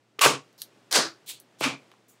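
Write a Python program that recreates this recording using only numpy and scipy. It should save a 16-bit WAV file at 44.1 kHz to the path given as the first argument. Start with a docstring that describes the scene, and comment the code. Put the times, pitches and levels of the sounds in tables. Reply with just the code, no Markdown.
"""Faint room noise and a low hum come first, then fingers squeeze wet slime on a table, close by.
Three times an air pocket bursts: sharp pops with a swell of dense wet crackle that soon dies away.
The crackle is random clicks mixed with hiss, and hollows in the lump ring along as narrow resonances.
Around the bursts come weaker fizzes of the same crackle and single bubbles, each a short dying tone."""
import sys
import numpy as np
from scipy import signal
from scipy.fft import rfft, irfft, next_fast_len
from scipy.io import wavfile
from scipy.ndimage import uniform_filter1d

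SR = 44100
rng = np.random.default_rng(int(sys.argv[2]) if len(sys.argv) > 2 else 0)


def file_out(sig):
    """Save sig as 16-bit WAV at sys.argv[1]."""
    # one column per channel
    cols = np.atleast_2d(sig).T
    # limit, then scale
    lim = np.clip(cols, -1, 1)
    pcm = np.round(lim * 32767).astype(np.int16)
    wavfile.write(sys.argv[1], SR, pcm)


N = 97020  # samples, 2.2 s
TOP_HZ = 16100  # nothing is kept above this


def amp(db):
    """Turn decibels into a gain."""
    return 10 ** (np.asarray(db) / 20)


def unit(x):
    """Scale a sound to an average (rms) level of 1."""
    return x / np.sqrt(np.mean(x ** 2) + 1e-20)


def filtered(x, response):
    """Multiply the spectrum of x by a response that depends on frequency."""
    size = next_fast_len(N + SR // 2)  # spare room so the end does not wrap round to the start
    spectrum = rfft(x, size) * response(np.fft.rfftfreq(size, 1 / SR))
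    return irfft(spectrum, size)[..., :N]


def along(points, hz):
    """Read a curve of (pitch, value) points, with pitch on a log scale."""
    point_hz, values = np.transpose(points)
    return np.interp(np.log(hz + 1), np.log(point_hz + 1), values)


def coloured(x, colour):
    """Shape x with a spectrum curve, then scale it to rms 1."""
    return unit(filtered(x, lambda hz: amp(along(colour, hz))))


# Spectrum of the room noise: pitch_hz [Hz], relative level_db [dB per Hz]
ROOM_COLOUR = [(30, -41), (85, -33), (118, -11.5), (200, -9.5), (340, -7.5), (600, -12.5), (1000, -17),
               (3000, -22), (8000, -31), (11000, -39.5), (15500, -46.5)]
# Slow drift of the room noise: time_s [s], level_db [dB]
ROOM_LEVEL = [(0, -68.5), (.14, -68), (.45, -60.5), (.56, -63), (.76, -60.5), (.88, -62), (1.18, -61),
              (1.5, -63), (1.82, -59), (2.04, -64.5), (2.2, -63.5)]
HUM_HZ, HUM_DB = 118, -74  # the level is rms


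def room():
    """Random noise, coloured and drifting in level, plus one steady low tone for the hum."""
    t = np.arange(N) / SR
    level_db = np.interp(t, *np.transpose(ROOM_LEVEL))
    noise = coloured(rng.standard_normal(N), ROOM_COLOUR) * amp(level_db)
    hum = amp(HUM_DB) * np.sqrt(2) * np.sin(2 * np.pi * HUM_HZ * t)
    return noise + hum


CRACKLE_PER_S = 5000  # average number of snaps per second
CRACKLE_SHARE = 0.5  # part of the power in snaps, the rest is hiss
SIZE_SPREAD_DB = 2  # how much the snaps differ in loudness


def crackle():
    """Countless tiny films snap, as random clicks, over the hiss of escaping air."""
    hits = rng.random(N) < CRACKLE_PER_S / SR
    directions = rng.choice([-1, 1], N)
    snaps = hits * directions * amp(SIZE_SPREAD_DB * rng.standard_normal(N))
    hiss = rng.standard_normal(N)
    return np.sqrt(CRACKLE_SHARE) * unit(snaps) + np.sqrt(1 - CRACKLE_SHARE) * hiss


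# The lows crest later and have further to rise
BASS_LAG_S, BASS_SWELL_DB, BASS_HZ = 0.039, 19.5, 343
# The top falls faster (extra dB/s), and its late, steeper fade begins sooner
TREBLE_FALL, TREBLE_HZ, TREBLE_EARLY_S = 150, 9900, 0.04
# Some time after the crest the sound fades faster (extra dB/s)
LATE_AFTER_S, LATE_FALL = 0.1, 159


def swell(start, crest, swell_db, fall, hz):
    """Loudness of one band: a sudden start, a rise to the crest, then a fall that quickens."""
    t = np.arange(N) / SR
    low = 1 / (1 + (hz / BASS_HZ) ** 2)  # near 1 in the bass
    high = 1 / (1 + (TREBLE_HZ / hz) ** 8)  # near 1 in the treble
    crest = max(crest + BASS_LAG_S * low, start + 0.002)
    to_crest = np.clip((crest - t) / (crest - start), 0, 1)
    rise_db = (swell_db + BASS_SWELL_DB * low) * to_crest
    late_start = crest - BASS_LAG_S * low + LATE_AFTER_S - TREBLE_EARLY_S * high
    fall_db = (fall + TREBLE_FALL * high) * np.maximum(t - crest, 0)
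    fall_db += LATE_FALL * np.maximum(t - late_start, 0)
    onset = np.clip((t - start) / 0.0012, 0, 1)
    return onset * amp(-rise_db - fall_db)


def air_escape(row, colour, count=20):
    """Air breaks out of the slime: coloured crackle, split into bands that each swell and die."""
    start, crest, level_db, swell_db, fall = row
    source = coloured(crackle(), colour)
    centres = np.geomspace(100, 15000, count)
    # each band is a triangle around its centre, so together they add up to the source
    bands = filtered(source, lambda f: np.array([np.interp(f, centres, w) for w in np.eye(count)]))
    shaped = [band * swell(start, crest, swell_db, fall, hz) for band, hz in zip(bands, centres)]
    return amp(level_db) * sum(shaped)


# Small fizzes: start_s [s], crest_s [s], level_db [dB], swell_db [dB], base fall_db_per_s [dB/s]
FIZZES = [(0.578, 0.611, -50.5, 6, 265), (1.261, 1.297, -33.5, 21, 277), (1.585, 1.611, -42, 23, 400),
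          (2.082, 2.097, -56, 7, 194)]
# Spectrum of each fizz: pitch_hz [Hz], relative level_db [dB per Hz]
FIZZ_COLOURS = [
    [(1500, -27), (3000, -12.5), (4200, 1.5), (6500, -6.5), (8500, -10.5), (12000, -7), (15800, -10)],
    [(1500, -19.5), (2300, -8), (3500, 0), (5500, -10), (7800, -4), (11000, -8), (15800, -9.5)],
    [(2000, -21), (3200, -1), (5000, -4), (7000, -1), (15800, -15)],
    [(3000, -27), (5500, -5), (7000, 1.5), (10000, -3), (15800, 0)],
]


def fizzes():
    """Small bubbles fizz under the fingers: weaker escapes of air with mostly high crackle."""
    return sum(air_escape(row, colour) for row, colour in zip(FIZZES, FIZZ_COLOURS))


# Single bubbles: start_s [s], peak_db [dB, before the room tail], pitch_hz [Hz],
# life_cycles [cycles for the tone to drop 60 dB], crack_db [dB, noise against tone before filtering]
BUBBLES = [(0.1886, -30.5, 1181, 41, -18), (.1893, -34, 420, 22, -4), (0.193, -14.5, 2710, 4.3, -19.5),
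           (0.2154, -9, 1500, 2.9, 0.5), (0.2189, -8, 4520, 5.4, -8.5), (0.2212, -7, 4666, 5, -7),
           (0.2381, -5, 1370, 2.4, -4), (.2490, -5.5, 2846, 4.3, -12), (0.2587, -11.5, 453, 6.9, -11.5),
           (.2604, -13, 1060, 7, -11), (0.263, -7.5, 1520, 9, -12.5), (.529, -53, 6000, 4.7, -12),
           (.6186, -16, 5390, 5.3, -7), (0.6258, -28, 5900, 3.1, -10.5), (.9150, -17, 5300, 6.8, -9.5),
           (0.9263, -12, 4300, 7, -13), (0.9273, -4.5, 4364, 6.6, -13), (0.9614, -9, 3980, 7.4, -10),
           (1.262, -47, 5000, 6.3, -10), (1.4006, -32.5, 8770, 5.43, -7), (1.6076, -26, 2960, 4, -1),
           (1.6107, -16, 554, 2.7, -3.5), (1.9164, -39.5, 3000, 4, -20.5), (1.9171, -47, 1195, 7.6, -26.5),
           (1.939, -46.5, 1153, 6, -8.5)]
CRACK_S, ROOM_T60_S = 0.0044, 0.1  # time for the crack and the room tail to drop 60 dB
POP_ROOM_DB = -4.5  # level of the room tail
POP_LOW_EDGE, POP_HIGH_EDGE = 0.61, 5  # a bubble radiates between these multiples of its pitch


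def pops():
    """Each bubble cracks, rings for a few cycles and leaves a short room tail."""
    out = np.zeros(N + SR)
    t = np.arange(SR // 4) / SR
    for start, peak_db, hz, cycles, crack_db in BUBBLES:
        tone = np.sin(2 * np.pi * hz * t) * amp(-60 * t * hz / cycles)
        crack = amp(crack_db - 60 * t / CRACK_S) * rng.standard_normal(len(t))
        edges = [min(hz * POP_LOW_EDGE, SR / 4), min(hz * POP_HIGH_EDGE, TOP_HZ)]
        band = signal.butter(2, edges, "band", fs=SR, output="sos")
        pop = signal.sosfilt(band, tone + crack)
        pop *= amp(peak_db) / np.abs(pop).max()
        tail = rng.standard_normal(len(t)) * amp(-60 * t / ROOM_T60_S)
        echo = signal.fftconvolve(pop, tail / np.linalg.norm(tail))[:len(t)]
        first = round(start * SR)
        out[first:first + len(t)] += pop + amp(POP_ROOM_DB) * echo
    return out[:N]


def ring(x, hz, width_hz):
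    """Pass x through one steep resonance and scale it to rms 1."""
    def response(f):
        damping = 1j * f * width_hz
        return (damping / (hz * hz - f * f + damping)) ** 2
    return unit(filtered(x, response))


# Hollows that ring: start_s [s], crest_s [s], pitch_hz [Hz], width_hz [Hz],
# level_db [dB at the crest], swell_db [dB], base fall_db_per_s [dB/s]
CAVITIES = [(0.212, 0.247, 1138, 86, -22.5, 1, 155), (0.209, 0.25, 2654, 720, -26.5, -1, 189.5),
            (0.241, 0.276, 143.5, 14.7, -41, 10.5, 108.5), (0.249, 0.295, 283, 38, -35, 7, 174),
            (0.245, 0.256, 417, 91, -29, 8, 130.5), (0.926, .968, 1425, 770, -27, 21, 130.5),
            (0.918, 0.963, 4540, 1800, -25, 13, 134), (0.931, 0.977, 329.7, 23, -34.5, 14, 118),
            (1.27, 1.305, 4240, 680, -49.5, 7, 189.5), (1.61, 1.655, 2410, 360, -32.5, 17.5, 168),
            (1.615, 1.666, 269.3, 39, -34.5, 22, 208), (1.605, 1.669, 142, 22, -43, 6.5, 146)]


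def cavities():
    """Finger holes and hollows in the lump ring under the crackle, each at its own pitch."""
    t = np.arange(N) / SR
    out = np.zeros(N)
    for start, crest, hz, width_hz, level_db, swell_db, fall in CAVITIES:
        tone = ring(crackle(), hz, width_hz)
        # even out the random ups and downs so that the swell shapes the loudness
        power = np.abs(uniform_filter1d(tone ** 2, size=1300))
        tone = unit(tone / np.sqrt(power + 1e-6))
        rise_db = swell_db * np.clip((crest - t) / (crest - start), 0, 1)
        fall_db = fall * np.maximum(t - crest, 0)
        fall_db += LATE_FALL * np.maximum(t - crest - LATE_AFTER_S, 0)
        onset = np.clip((t - start) / 0.0036, 0, 1)
        out += tone * onset * amp(level_db - rise_db - fall_db)
    return out


# Big bursts: start_s [s], crest_s [s], level_db [dB], swell_db [dB], base fall_db_per_s [dB/s]
BURSTS = [(0.21, 0.249, -15, 6.5, 185), (0.91, 0.958, -15.5, 21, 203.5), (1.606, 1.641, -21.5, 18, 209.5)]
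# Spectrum of each burst: pitch_hz [Hz], relative level_db [dB per Hz]
BURST_COLOURS = [
    [(35, -67), (60, -40), (135, -8), (187, -17.5), (433, -9), (738, -7.5), (1100, -4), (1830, -12),
     (2590, -7.5), (3670, -12), (4520, -12), (8090, -13.5), (15500, -27.5)],
    [(35, -73), (60, -38), (129, -12.5), (206, -12.5), (327, -6), (453, -5.5), (559, -1.5), (721, -3.5),
     (1320, -7), (2360, -10.5), (5320, -7), (9080, -13), (15500, -35.5)],
    [(35, -75), (60, -63), (129, -8), (196, -22), (266, -1), (305, -12.5), (756, -11.5), (1100, -9),
     (1870, -14.5), (2310, -8), (3270, -12.5), (9300, -24.5), (15500, -42)],
]


def bursts():
    """Large air pockets give way: full, loud crackle with its lows cresting last."""
    return sum(air_escape(row, colour) for row, colour in zip(BURSTS, BURST_COLOURS))


def scene():
    """Add all the sounds, the same in both channels."""
    mono = room() + fizzes() + pops() + cavities() + bursts()
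    return np.array([mono, mono])


def record(dry):
    """The recorder thins the deep bass and keeps nothing above its top limit."""
    bass_cut = signal.butter(2, 90, "high", fs=SR, output="sos")
    thin = signal.sosfilt(bass_cut, dry)
    return filtered(thin, lambda hz: np.clip((TOP_HZ - hz) / 400, 0, 1) ** 2)


dry = scene()
out = record(dry)
file_out(out)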